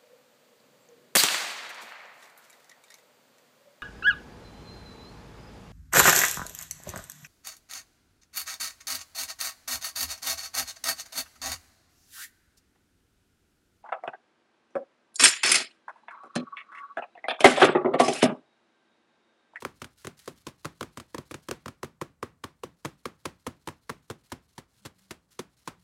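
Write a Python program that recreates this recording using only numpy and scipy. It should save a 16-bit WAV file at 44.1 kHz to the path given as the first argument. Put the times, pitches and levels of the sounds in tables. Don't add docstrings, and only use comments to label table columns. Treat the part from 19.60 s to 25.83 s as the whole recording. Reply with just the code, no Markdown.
import sys
import numpy as np
from scipy import signal
from scipy.fft import rfft, irfft, next_fast_len
from scipy.io import wavfile
from scipy.ndimage import map_coordinates

SR = 44100
rng = np.random.default_rng(int(sys.argv[2]) if len(sys.argv) > 2 else 0)


def persist_wave(psi):
    counts = np.round(np.clip(psi, -1, 1) * 32767).astype(np.int16)
    wavfile.write(sys.argv[1], SR, np.atleast_2d(counts).T)


N = 274743

# start in seconds, strength in dB, extra weight on the boards in dB,
# extra grit in dB, knock pitch in Hz, board pitch at that spot in Hz, wait for the far edge in seconds,
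# far edge over near edge in dB.
SHAKES = [(0.022, -39, -3, -6, 1057, 440, .028, 10), (0.2179, -36, -6.5, -3, 1420, 219, 0.026, -4.5),
          (0.447, -42, 1, 0, 1144, 370, 0.023, 5), (0.6767, -39.5, 5, 0.5, 1160, 475, 0.0056, -15.5),
          (0.868, -38.5, 0.5, 2, 1075, 340, .014, -13), (1.0469, -37.5, -2, -3, 1082, 354, 0.0067, 5.5),
          (1.2094, -32, -2, -4, 1180, 330, 0.019, -2.5), (1.373, -39, -1.5, -0.5, 1154, 260, 0.026, -4.5),
          (1.5457, -33.5, -1, -4.5, 1000, 338, 0.036, -1.5), (1.711, -43, 3.5, 2.5, 1310, 330, 0.031, 2),
          (1.8863, -35, -1, -2, 1197, 338, 0.025, 4.5), (2.0587, -36, -3.5, -4.5, 1100, 268, 0.022, -0.5),
          (2.231, -33.5, 0, -3, 1103, 340, 0.013, -10.5), (2.4139, -30.5, -2, -6.5, 1090, 380, 0.0061, -7),
          (2.6279, -28, -5.5, -9, 1120, 346, 0.0026, -10.5),
          (2.8386, -34, -4.5, -4.5, 1034, 268, 0.0028, -2.5), (3.035, -35, 2, -3.5, 1100, 396, 0.0039, -12),
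          (3.2491, -34.5, 1.5, -0.5, 1033, 347, 0.0066, -1.5),
          (3.4554, -29.5, -3.5, -5.5, 1200, 390, 0.0047, -12.5),
          (3.6545, -32, -1, -1, 1036, 340, .0032, -5), (3.8665, -33.5, 0.5, -3, 1030, 262, 0.0041, -2),
          (4.0742, -33, -4.5, -3, 950, 314, 0.012, -3.5), (4.2947, -32.5, -4, -5, 1070, 244, 0.0045, 0.5),
          (4.5004, -37.5, 2.5, -1.5, 1010, 368, 0.0091, -6.5),
          (4.719, -35.5, -2.5, -3, 963, 247, 0.0035, -2), (4.9798, -40, -4.5, -1.5, 995, 230, 0.0058, -9),
          (5.2507, -48.5, 3, 4, 1034, 357, 0.0072, 2.5), (5.5083, -42.5, 2, 5, 1480, 358, 0.0046, -23),
          (5.7917, -37, 3, 2, 1150, 340, .0045, -12.5), (6.0756, -31, -7.5, -4, 1030, 300, 0.0058, -8)]
DEPTH_DB, CRUSH_S = -1, 0.032
FAR_WEIGHT_DB, FAR_DEPTH_DB, FAR_GRIT_DB = -1.5, 1.5, 1.13
FAR_PITCH_RATIO, FAR_CRUSH_RATIO = 1.135, 0.76
FLAT_DEPTH_DB, FLAT_WAIT_S, CRACK_DB = 10.5, 0.0081, 5.5


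def landings():
    for s, db, weight_db, grit_db, pitch_hz, spot_hz, wait_s, far_db in SHAKES:
        yield s, db, weight_db, DEPTH_DB, grit_db, 0, pitch_hz, spot_hz, CRUSH_S
        flatness = np.exp(-wait_s / FLAT_WAIT_S)
        depth_db = DEPTH_DB + FAR_DEPTH_DB + FLAT_DEPTH_DB * flatness
        crack_db = CRACK_DB * (1 - flatness)
        yield (s + wait_s, db + far_db, weight_db + FAR_WEIGHT_DB, depth_db, grit_db + FAR_GRIT_DB,
               crack_db, pitch_hz * FAR_PITCH_RATIO, spot_hz, CRUSH_S * FAR_CRUSH_RATIO)


# frequency in Hz, relative density in dB.
THUD_ECHO = [(20, -72), (45, -33), (90, -9), (150, 12.5), (210, 3.5), (350, 7.5), (550, -0.5), (900, -16.5),
             (3000, -34)]
GRIT_ECHO = [(300, 10), (900, 8), (2000, 2.5), (4000, -3), (7000, -6), (10000, -9), (15000, -17)]
USUAL_DB, DEPTH_PER_DB, DULLING_PER_DB, CRUSH_GROWTH_PER_DB = -37, 0.5, 0.5, 0.0742


def mold():
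    track, t = np.zeros(N), np.arange(SR // 3) / SR
    lead = t[:SR // 50]
    for s, knock_db, weight_db, depth_db, grit_db, crack_db, pitch_hz, spot_hz, crush_s in landings():
        thud_db, crunch_db = knock_db + weight_db, knock_db + grit_db
        softness_db = USUAL_DB - knock_db
        crush_s *= np.exp(CRUSH_GROWTH_PER_DB * softness_db)
        depth_db += DEPTH_PER_DB * softness_db
        dull_db = DULLING_PER_DB * (USUAL_DB - thud_db)
        deck_tail = amp(-16) * garden_echo(t, THUD_ECHO, near_db=5)
        boards = thud(t, depth_db, dull_db, spot_hz) + deck_tail
        frame = knock(t, pitch_hz, crack_db) + amp(-23.5) * frame_tail(t, pitch_hz)
        grit = crunch(t, crush_s) + amp(-16) * garden_echo(t, GRIT_ECHO, near_db=4)
        add(track, s, amp(thud_db) * boards + amp(knock_db) * frame + amp(crunch_db) * grit)
        add(track, s - lead[-1], amp(crunch_db - 11) * scuff(lead))
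    return track


# frequency in Hz, width in Hz, relative level in dB.
BOARD_MODES = [(90.3, 25.3, -5), (140, 32, -3.5), (231.9, 27.3, -3.5), (261.3, 37, -4), (340, 87, -1),
               (371.2, 63.3, 1.5), (484, 121.6, -3), (555, 70, -2), (634, 85, -9.5)]
DEEP_BELOW_HZ, DULL_ABOVE_HZ = 180, 430
SPOT_DB, SPOT_OCTAVES, USUAL_SPOT_HZ, SPAN_DB_PER_OCTAVE = 5, 0.33, 330, 6.5


def thud(t, depth_db, dull_db, spot_hz):
    push = t / 0.00015 * np.exp(-t / 0.00022)
    depth_db += SPAN_DB_PER_OCTAVE * np.log2(USUAL_SPOT_HZ / spot_hz)
    modes = []
    for hz, width, db in BOARD_MODES:
        favour_db = SPOT_DB * np.exp(-(np.log2(hz / spot_hz) / SPOT_OCTAVES) ** 2)
        tilt_db = depth_db * (hz < DEEP_BELOW_HZ) - dull_db * (hz > DULL_ABOVE_HZ)
        modes.append((hz, width, db + favour_db + tilt_db))
    return unit(ring(push, modes, vary_db=2), size=400)


# multiple of the knock pitch, width in Hz, relative level in dB.
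FRAME_MODES = [(0.896, 136, 5.5), (1.074, 175, 4), (1.33, 302, -3.5), (1.9, 546, -11.5)]


def knock(t, pitch_hz, crack_db):
    slap = (t == 0) + 0.05 * rng.standard_normal(len(t)) * fade(t, 0.016)
    modes = [(k * pitch_hz, width, db + crack_db * (k > 1.6)) for k, width, db in FRAME_MODES]
    return unit(ring(slap, modes, vary_db=-0.5), size=176)


# frequency in Hz, relative density in dB.
KNOCK_ECHO = [(250, 2), (600, -8), (1050, 0.5), (1600, -3), (2300, -8), (4000, -26.5), (12000, -66)]
AFTERRING_WIDTH_HZ, AFTERRING_DB = 100, -4.5


def frame_tail(t, pitch_hz):
    echo = garden_echo(t, KNOCK_ECHO, near_db=5)
    return echo + ring(echo, [(pitch_hz, AFTERRING_WIDTH_HZ, AFTERRING_DB)], vary_db=2)


# frequency in Hz, relative density in dB.
GRIT_SPECTRUM = [(200, -20), (700, 0), (1500, -1.5), (2200, -3), (3200, -3.5), (4500, -6), (7000, -8),
                 (10000, -10.5), (13000, -17), (16000, -24)]


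def crunch(t, crush_s):
    pressure = (1 - np.exp(-t / 0.0004)) * fade(t, max(crush_s, 0.005))
    grit = grains(len(t), spread_db=5)
    return unit(coloured(grit * pressure, GRIT_SPECTRUM), size=176)


def scuff(t):
    return (noise(len(t), GRIT_SPECTRUM) * fade(t, 0.011))[::-1]


# frequency in Hz, relative density in dB.
SHEET_SPECTRUM = [(150, -58), (600, -12), (1500, 3.5), (2500, 2), (4200, 5.5), (6500, 3), (10000, 1.5),
                  (13000, -2), (16000, -10)]
# frequency in Hz, width in Hz, relative level in dB.
GLOVE_MODES = [(4170, 150, -2)]
# start in seconds, relative level in dB.
CRINKLES = [(0.5916, -49.5), (0.5973, -51), (0.6585, -52), (5.7206, -61)]


def rustle():
    track = scrapes()
    for s, length_s, db in slides():
        size = int(length_s * SR)
        swell = np.sqrt(np.abs(np.sin(np.linspace(0, np.pi, size))))
        friction = grains(size, spread_db=8) * flutter(size, depth_db=2)
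        squeak = ring(friction, GLOVE_MODES, vary_db=1)
        add(track, s, amp(db) * swell * unit(coloured(friction + squeak, SHEET_SPECTRUM)))
    t = np.arange(SR // 50) / SR
    for s, db in CRINKLES:
        add(track, s, amp(db) * noise(len(t), SHEET_SPECTRUM) * fade(t, 0.024))
    tail = garden_echo(np.arange(SR // 3) / SR, GRIT_ECHO, near_db=-5)
    echo = amp(-10) * signal.fftconvolve(track, tail / np.linalg.norm(tail))[:N]
    return amp(1.64) * (track + echo)


# time in seconds, relative level in dB.
RUBBING = [(0, -74), (0.3, -66.5), (0.64, -77), (1.0, -69.5), (1.35, -71), (1.85, -66.5), (2.45, -97.5),
           (3.2, -74.5), (3.75, -73), (4.45, -74), (4.7, -66.5), (4.95, -71.5), (5.4, -67.5), (5.65, -77.5),
           (6.0, -67.5)]
# start in cycles, length in cycles, relative level in dB.
STROKES = [(.36, 0.22, -7), (0.611, 0.27, -1), (.88, 0.12, 0)]


def slides():
    beats = [row[0] for row in SHAKES]
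    cycles = np.diff(beats)
    for beat_s, cycle_s in zip(beats, [*cycles, cycles[-1]]):
        for start, length, db in STROKES:
            middle_s = beat_s + (start + length / 2) * cycle_s
            rubbing_db = np.interp(middle_s, *np.transpose(RUBBING))
            yield beat_s + start * cycle_s, length * cycle_s, db + rubbing_db


# start in seconds, length in seconds, relative level in dB.
SCRAPES = [(0.002, 0.031, -56), (0.375, .075, -60.5), (0.567, 0.19, -63.5), (0.756, 0.073, -65),
           (5.131, 0.032, -70.5), (5.382, .04, -68.5), (5.705, 0.064, -65.5)]
SCRAPE_ATTACK_S = 0.0035


def scrapes():
    track = np.zeros(N)
    for s, length_s, db in SCRAPES:
        t = np.arange(int(length_s * SR)) / SR
        drag = (1 - np.exp(-t / SCRAPE_ATTACK_S)) * np.sqrt(1 - t / length_s)
        rasp = unit(coloured(grains(len(t), spread_db=8), SHEET_SPECTRUM))
        add(track, s, amp(db) * drag * flutter(len(t), depth_db=2) * rasp)
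    return track


# frequency in Hz, time to fall 60 dB in seconds.
ECHO_T60 = [(120, 0.46), (400, 0.2), (1200, 0.28), (4000, 0.29), (14000, 0.14)]


def garden_echo(t, spectrum, near_db):
    hz, lag_s, bands = signal.stft(noise(len(t), spectrum), SR, nperseg=256)
    decay = fade(lag_s, along(ECHO_T60, hz)[:, None])
    far = signal.istft(bands * decay, SR, nperseg=256)[1][:len(t)]
    near = noise(len(t), spectrum) * fade(t, 0.16)
    onset = 1 - np.exp(-(t / 0.0049) ** 2)
    return (far + amp(near_db) * near) * onset


# time in seconds, pitch in Hz, level in dB.
HUM = [(4.9, 177, -93), (5.15, 187.6, -98), (5.22, 203.3, -66), (5.35, 175, -74), (5.44, 195, -69),
       (5.56, 178, -76), (5.7, 168, -106), (6.05, 159.3, -93), (6.2, 180.5, -67)]


def hum():
    s, pitch_hz, db = np.transpose(HUM)
    t = np.arange(N) / SR
    phase = 2 * np.pi * np.cumsum(np.interp(t, s, pitch_hz)) / SR
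    return amp(np.interp(t, s, db)) * unit(np.sin(phase) * flutter(N, depth_db=1.5))


# frequency in Hz, relative density in dB.
RUMBLE_SPECTRUM = [(20, -31), (35, -28), (52, 10), (85, 7.5), (160, 1), (300, -4.5), (600, -9.5),
                   (1200, -11), (3000, -26.5), (8000, -23), (16000, -31.5)]


def rumble():
    return amp(-72) * noise(N, RUMBLE_SPECTRUM)


def amp(db):
    return 10 ** (np.asarray(db) / 20)


def unit(x, size=None):
    return x / np.sqrt(np.mean(x[:size] ** 2) + 1e-20)


def along(points, hz):
    f, v = np.transpose(points)
    return np.interp(np.log(hz + 1), np.log(f), v)


def filtered(x, response):
    size = next_fast_len(len(x) + SR // 8)
    return irfft(rfft(x, size) * response(np.fft.rfftfreq(size, 1 / SR)), size)[:len(x)]


def coloured(x, spectrum):
    return filtered(x, lambda hz: amp(along(spectrum, hz)))


def noise(size, spectrum):
    return unit(coloured(rng.standard_normal(size), spectrum))


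def ring(force, modes, vary_db):
    chance = rng.uniform(-1, 1, (len(modes), 2))
    struck = [(hz * np.exp(0.025 * detune), width, amp(db + vary_db * weight))
              for (hz, width, db), (detune, weight) in zip(modes, chance)]
    return filtered(force, lambda f: sum(
        (-1) ** k * gain * 1j * f * width / (hz * hz - f * f + 1j * f * width)
        for k, (hz, width, gain) in enumerate(struck)))


def fade(t, t60):
    return np.exp(-np.log(1000) * t / t60)


def grains(size, spread_db):
    strength = np.repeat(rng.uniform(-1, 1, size // 20 + 1), 20)[:size]
    return unit(rng.standard_normal(size) * amp(spread_db * strength))


def flutter(size, depth_db, rate_hz=90):
    at = np.arange(size) * rate_hz / SR
    return amp(depth_db * map_coordinates(rng.standard_normal(int(at[-1]) + 3), [at]))


def add(track, s, sound):
    part = track[max(0, round(s * SR)):][:len(sound)]
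    part += sound[:len(part)]


def scene():
    air = rumble()
    return (mold() + rustle() + hum() + air)[None]


LOW_CUT_HZ, TOP_HZ = 45, 16100


def record(dry):
    low_cut = signal.butter(4, LOW_CUT_HZ, "high", fs=SR, output="sos")
    thinned = signal.sosfilt(low_cut, dry[0])
    return filtered(thinned, lambda hz: 1 / np.sqrt(1 + (hz / TOP_HZ) ** 200))[None]


dry = scene()
out = record(dry)
persist_wave(out)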